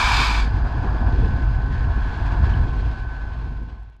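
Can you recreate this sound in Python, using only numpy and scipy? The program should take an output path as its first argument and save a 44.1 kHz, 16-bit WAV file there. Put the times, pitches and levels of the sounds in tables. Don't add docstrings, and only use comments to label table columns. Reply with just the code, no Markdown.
import sys
import numpy as np
from scipy import signal
from scipy.fft import rfft, irfft
from scipy.io import wavfile

SR = 44100
rng = np.random.default_rng(int(sys.argv[2]) if len(sys.argv) > 2 else 0)


def log_audio(samples):
    frames = np.atleast_2d(samples).T
    limited = np.clip(frames, -1, 1)
    pcm = np.round(limited * 32767).astype(np.int16)
    wavfile.write(sys.argv[1], SR, pcm)


N = 176400

FIRING_HZ, FIRING_AT_S = 16.78, .048
FIRING_RISE_S, FIRING_DECAY_S, FIRING_SCATTER_DB = .0048, .034, 4
DRONE_HZ, DRONE_WANDER_RAD, DRONE_FLUTTER_DB = 52.24, .55, 1.5
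SHAKE_HZ, SHAKE_DEPTH_DB, SHAKE_DRIFT_DB = 9.4, .47, .9
HOOD_LIFT_DB = 2.5
WHINE_HZ = 1520.5
AIR_DB, AIR_ROUGH_DB, AIR_HOLD_S, AIR_SAG_DB_PER_S = -22.5, 1.0, .22, 50
WHISTLE_HZ, WHISTLE_DB, WHISTLE_AT_S, WHISTLE_SPREAD_S, WHISTLE_FLUTTER_DB = 2300, -35.5, .383, .048, 4.5
ROAR_DB, ROAR_SAG_DB_PER_S = -20.5, 31.5
VALVE_AT_S, VALVE_CLOSING_S = .395, .096
LEAK_HZ, LEAK_WIDTH_HZ, LEAK_DB, LEAK_SAG_DB_PER_S = 4820, 310, -57, 6.5
ECHO_DECAY_S, ECHO_GAIN = .013, .36
CHUG_FALL_OCT_PER_S, CHUG_SPREAD_S = 7, .04
FADE_START_S, FADE_END_S, FADE_POWER, FADE_STEP_HZ = 3.467, 4.064, 1.4, 30
TOP_HZ = 13600

CYLINDER_GAINS = [2, -1, 2.7, -2.8, -2, 0]
# time_s, level_db
DRONE_LEVELS = [(0, -27), (.16, -18.5), (.26, -23), (.41, -16), (.55, -21), (.72, -21.5), (.83, -26),
                (.92, -19), (1.03, -21.5), (1.1, -21.5), (1.2, -19.5), (1.33, -27), (1.48, -14.5),
                (1.6, -25.5), (1.7, -20), (1.88, -29.5), (2.0, -19.5), (2.18, -32.5), (2.27, -20),
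                (2.38, -21.5), (2.55, -21), (2.7, -24.5), (2.85, -19), (3.0, -32), (3.08, -26.5),
                (3.22, -29.5), (3.3, -27.5), (3.42, -28), (3.5, -29.5), (3.6, -25.5), (4, -26)]
RUMBLE_LEVELS = [(0, -29), (.1, -27), (.28, -29), (.42, -33), (.48, -27.5), (.56, -23), (.65, -25),
                 (.74, -28.5), (.8, -26.5), (.98, -25.5), (1.18, -20.5), (1.35, -21.5), (1.45, -22.5),
                 (1.6, -23), (1.76, -20.5), (1.86, -24), (2.08, -27), (2.2, -26.5), (2.34, -24),
                 (2.42, -20.5), (2.59, -20.5), (2.67, -25), (2.88, -27.5), (3.05, -33.5), (3.27, -36),
                 (3.38, -31), (3.5, -29.5), (3.6, -36), (3.73, -30.5), (4, -36.5)]
SUB_LEVELS = [(0, -30), (.3, -36), (.55, -29), (.9, -26.5), (1.2, -22), (1.6, -26.5), (2.1, -25.5),
              (2.55, -27.5), (2.9, -30), (3.2, -35.5), (3.5, -34), (4, -42)]
BODY_LEVELS = [(0, -38), (.25, -35.5), (.55, -36.5), (.95, -35.5), (1.24, -29), (1.42, -36.5), (1.7, -37),
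               (2.1, -38.5), (2.42, -34.5), (2.8, -36.5), (3.05, -43), (3.3, -46), (3.58, -39.5),
               (3.85, -46.5)]
# frequency_hz, relative_db
RUMBLE_SPECTRUM = [(25, -30.5), (42, -12.5), (62, -1.5), (80, -3.5), (105, -4.5), (135, -10.5), (170, -22),
                   (300, -42.5), (600, -82)]
SUB_SPECTRUM = [(5, -16.5), (15, -13), (22, -4.5), (32, 1.5), (42, 1), (52, -11.5), (70, -30)]
BODY_SPECTRUM = [(90, -15.5), (160, 0), (200, -1), (245, 2), (300, -3), (400, -6.5), (500, -11), (620, -24),
                 (1000, -57.5)]
# time_s, level_db
BLOCK_LEVELS = [(.5, -37), (.75, -36), (.92, -33), (1.1, -34), (1.135, -38.5), (1.75, -40), (2.1, -36.5),
                (2.33, -35), (2.65, -39), (2.9, -43), (3.3, -43.5), (3.55, -47.5)]
HOOD_LEVELS = [(.5, -46.5), (.85, -44.5), (1.55, -50), (1.8, -44.5), (2.05, -44.5), (2.25, -44.5),
               (2.55, -44), (2.7, -54), (3.2, -51), (3.55, -60.5)]
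CLATTER_LEVELS = [(0.55, -48.5), (1.01, -48.5), (1.64, -51), (1.87, -48.5), (2.0, -50), (2.21, -46.5),
                  (2.45, -48), (2.6, -48.5), (2.72, -51), (3.15, -53.5), (3.35, -54.5), (3.55, -55.5)]
# frequency_hz, relative_db
BLOCK_SPECTRUM = [(350, -29.5), (560, -5.5), (700, 5), (770, 3.5), (850, 2), (960, 3), (1060, 3.5),
                  (1170, -4), (1280, -5.5), (1420, -2), (1560, -1.5), (2000, -49)]
HOOD_SPECTRUM = [(1200, -30.5), (1450, -5), (1530, -2.5), (1600, -2), (1680, 5), (1780, -6), (1900, -10),
                 (2150, -58)]
CLATTER_SPECTRUM = [(1200, -13.5), (1950, 1.5), (2230, 2), (2350, 4.5), (2460, 2.5), (3000, -0.5),
                    (3900, -3.5), (4400, -6), (5100, -8.5), (5550, -14), (6800, -16.5), (7500, -22.5),
                    (8100, -22), (8600, -28.5), (10000, -37), (12200, -37), (14000, -53)]
# time_s, level_db
WHINE_LEVELS = [(0, -48.5), (.9, -45.5), (1.3, -42.5), (1.7, -44.5), (2.05, -41), (2.3, -49.5),
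                (2.55, -42.5), (2.72, -47), (2.88, -44.5), (3.22, -42.5), (3.35, -51), (4, -52.5)]
# pitch_hz, base_level_db
FAINT_TONES = [(877.5, -55), (1053, -50.5), (1658.5, -57), (6595, -81.5), (7101, -84.5)]
# time_s, gain_db
FAINT_TONE_GAINS = [(0, -3), (1.2, 1.5), (2.6, 0), (3.0, -6), (3.6, -6)]
# frequency_hz, relative_db
JET_SPECTRUM = [(300, -37), (580, -21), (760, -10.5), (930, -2.5), (1250, -6.5), (1500, -6), (1800, -8),
                (2040, -16), (2280, -1.5), (2550, -4), (2850, -11.5), (3250, -8), (3650, -9), (4350, -12.5),
                (4800, -11), (5700, -19.5), (7300, -22.5), (8200, -26), (9200, -34.5), (12000, -37),
                (13500, -49)]
ROAR_SPECTRUM = [(500, -33.5), (720, -15), (850, -2.5), (970, -0.5), (1250, -6.5), (1600, -7),
                 (1800, -11.5), (2050, -29.5)]
# pitch_hz, width_hz, relative_db, sag_db_per_s
OUTLET_MODES = [(872, 40, -19.5, 75), (981.5, 50, -11.5, 26), (1140, 120, -15, 54), (1490, 47, -13, 32),
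                (2255, 65, -13.5, 46), (2345, 35, -13, 45), (3170, 45, -23, 45), (3290, 30, -25, 12),
                (3445, 35, -19.5, 33), (3613, 48, -15, 54), (3810, 20, -24, 15), (4140, 30, -27, 4),
                (4250, 60, -23.5, 31), (4600, 39, -25, 9), (4793, 100, -19, 32), (6460, 50, -33, 19),
                (7130, 55, -31, 47)]
# time_s, pitch_hz, level_db
EXHAUST_CHUGS = [(.55, 94, -20.5), (0.811, 110, -24), (1.17, 72, -20), (1.885, 86, -21), (2.43, 72, -16.5),
                 (2.59, 82, -19)]
# start_s, centre_hz, width_hz, decay_s, gain_db
SMALL_KNOCKS = [(1.11, 700, 1200, .003, -25), (1.255, 3500, 1990, .004, -45),
                (1.976, 280, 450, 0.004, -19.5), (2.536, 3050, 744, 0.0074, -37)]


def amp(db):
    return 10 ** (np.asarray(db) / 20)


def unit(x):
    return x / np.sqrt(np.mean(x ** 2))


def curve(t, rows):
    times, db = np.array(rows).T
    return amp(np.interp(t, times, db))


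def bins():
    return np.maximum(np.arange(N // 2 + 1), 1) * SR / N


def shaped_noise(gain):
    return unit(irfft(rfft(rng.standard_normal(N)) * gain, N))


def noise(spectrum):
    hz, db = np.array(spectrum).T
    gain = amp(np.interp(np.log(bins()), np.log(hz), db))
    rolloff = np.minimum(hz[-1] / bins(), 1) ** 2
    return shaped_noise(gain * rolloff)


def resonant_noise(hz, width_hz):
    detuning = hz / width_hz * (bins() / hz - hz / bins())
    return shaped_noise(1 / (1 + 1j * detuning) ** 2)


def drift(rate_hz):
    return shaped_noise(np.exp(-(bins() / rate_hz) ** 2))


def pulsed(x, beat, share):
    return unit(x * (1 - share + share * beat))


def yard_echoes(x):
    tail = rng.standard_normal(N) * np.exp(-np.arange(N) / SR / ECHO_DECAY_S)
    echoes = signal.fftconvolve(x, tail / np.linalg.norm(tail))[:N]
    return unit(x + ECHO_GAIN * echoes)


def firings(t):
    starts = FIRING_AT_S + np.arange(-1, int(t[-1] * FIRING_HZ) + 1) / FIRING_HZ
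    out = np.zeros(N)
    for k, (start, chance) in enumerate(zip(starts, rng.standard_normal(len(starts)))):
        span = slice(*np.searchsorted(t, [start, start + 10 * FIRING_DECAY_S]))
        age = t[span] - start
        strength = amp(CYLINDER_GAINS[k % len(CYLINDER_GAINS)] + FIRING_SCATTER_DB * chance)
        out[span] += strength * (1 - np.exp(-age / FIRING_RISE_S)) * np.exp(-age / FIRING_DECAY_S)
    return unit(out)


def drone_and_wind(t, beat):
    phase = 2 * np.pi * DRONE_HZ * t + DRONE_WANDER_RAD * drift(10)
    drone = unit(np.sin(phase) * amp(DRONE_FLUTTER_DB * drift(36))) * curve(t, DRONE_LEVELS)
    rumble = noise(RUMBLE_SPECTRUM) * curve(t, RUMBLE_LEVELS)
    sub = noise(SUB_SPECTRUM) * curve(t, SUB_LEVELS)
    body = noise(BODY_SPECTRUM) * amp(1.5 * drift(30))
    return drone + rumble + sub + pulsed(body, beat, share=.069) * curve(t, BODY_LEVELS)


def engine(t, beat):
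    shake = amp(SHAKE_DEPTH_DB * np.sin(2 * np.pi * SHAKE_HZ * t) + SHAKE_DRIFT_DB * drift(10))
    block = noise(BLOCK_SPECTRUM) * amp(1.1 * drift(60))
    hood = noise(HOOD_SPECTRUM) * shake
    clatter = yard_echoes(noise(CLATTER_SPECTRUM)) * shake * amp(.83 * drift(200))
    return (pulsed(block, beat, share=.12) * curve(t, BLOCK_LEVELS)
            + pulsed(hood, beat, share=.21) * curve(t, HOOD_LEVELS) * amp(HOOD_LIFT_DB)
            + pulsed(clatter, beat, share=.26) * curve(t, CLATTER_LEVELS))


def drive_whine(t):
    drive_time = t + np.cumsum(.00068 * drift(5.7)) / SR
    main = np.sin(2 * np.pi * WHINE_HZ * drive_time) * amp(drift(21)) * curve(t, WHINE_LEVELS)
    faint = sum(amp(db + 1.6 * drift(16)) * np.sin(2 * np.pi * hz * drive_time) for hz, db in FAINT_TONES)
    return np.sqrt(2) * (main + faint * curve(t, FAINT_TONE_GAINS))


def air_blast(t):
    draining_s = np.maximum(t - AIR_HOLD_S, 0)
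    jet = yard_echoes(noise(JET_SPECTRUM)) * amp(-AIR_SAG_DB_PER_S * draining_s)
    rings = sum(amp(db - sag * draining_s) * resonant_noise(hz, width)
                for hz, width, db, sag in OUTLET_MODES)
    swell = np.exp(-((t - WHISTLE_AT_S) / WHISTLE_SPREAD_S) ** 2)
    tone = unit(np.sin(2 * np.pi * WHISTLE_HZ * t + .71 * drift(25)))
    whistle = tone * swell * amp(WHISTLE_DB + WHISTLE_FLUTTER_DB * drift(50))
    roar = noise(ROAR_SPECTRUM) * amp(ROAR_DB - ROAR_SAG_DB_PER_S * t)
    rush = (jet + rings) * amp(AIR_DB + AIR_ROUGH_DB * drift(95))
    valve = np.clip(1 - (t - VALVE_AT_S) / VALVE_CLOSING_S, 0, 1)
    return (rush + roar + whistle) * valve


def air_leak(t):
    return resonant_noise(LEAK_HZ, LEAK_WIDTH_HZ) * amp(LEAK_DB - LEAK_SAG_DB_PER_S * t)


def chugs(t):
    out = np.zeros(N)
    for (peak_s, hz, db), start_cycle in zip(EXHAUST_CHUGS, rng.random(len(EXHAUST_CHUGS))):
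        from_peak_s = np.clip(t - peak_s, -5 * CHUG_SPREAD_S, 5 * CHUG_SPREAD_S)
        pitch_hz = hz * 2 ** (-CHUG_FALL_OCT_PER_S * from_peak_s)
        cycles = start_cycle + np.cumsum(pitch_hz) / SR
        swell = np.exp(-(from_peak_s / CHUG_SPREAD_S) ** 2)
        out += amp(db) * np.sqrt(2) * np.sin(2 * np.pi * cycles) * swell
    return out


def knocks(t):
    out = np.zeros(N)
    for start, hz, width, decay, db in SMALL_KNOCKS:
        age = np.maximum(t - start, 0)
        band = shaped_noise(np.exp(-((bins() - hz) / (.5 * width)) ** 2))
        attack = (1 - np.exp(-age / .00084)) ** 2
        out += amp(db) * band * attack * np.exp(-age / decay)
    return out


def scene():
    t = np.arange(N) / SR
    beat = firings(t)
    bed = drone_and_wind(t, beat) + engine(t, beat) + drive_whine(t)
    return (bed + air_blast(t) + air_leak(t) + chugs(t) + knocks(t))[None]


def record(dry):
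    stepped_s = np.floor(np.arange(N) / SR * FADE_STEP_HZ) / FADE_STEP_HZ
    fade = np.clip((FADE_END_S - stepped_s) / (FADE_END_S - FADE_START_S), 0, 1) ** FADE_POWER
    lowpass = signal.ellip(8, .2, 70, TOP_HZ, fs=SR, output="sos")
    return signal.sosfilt(lowpass, dry * fade)


dry = scene()
out = record(dry)
log_audio(out)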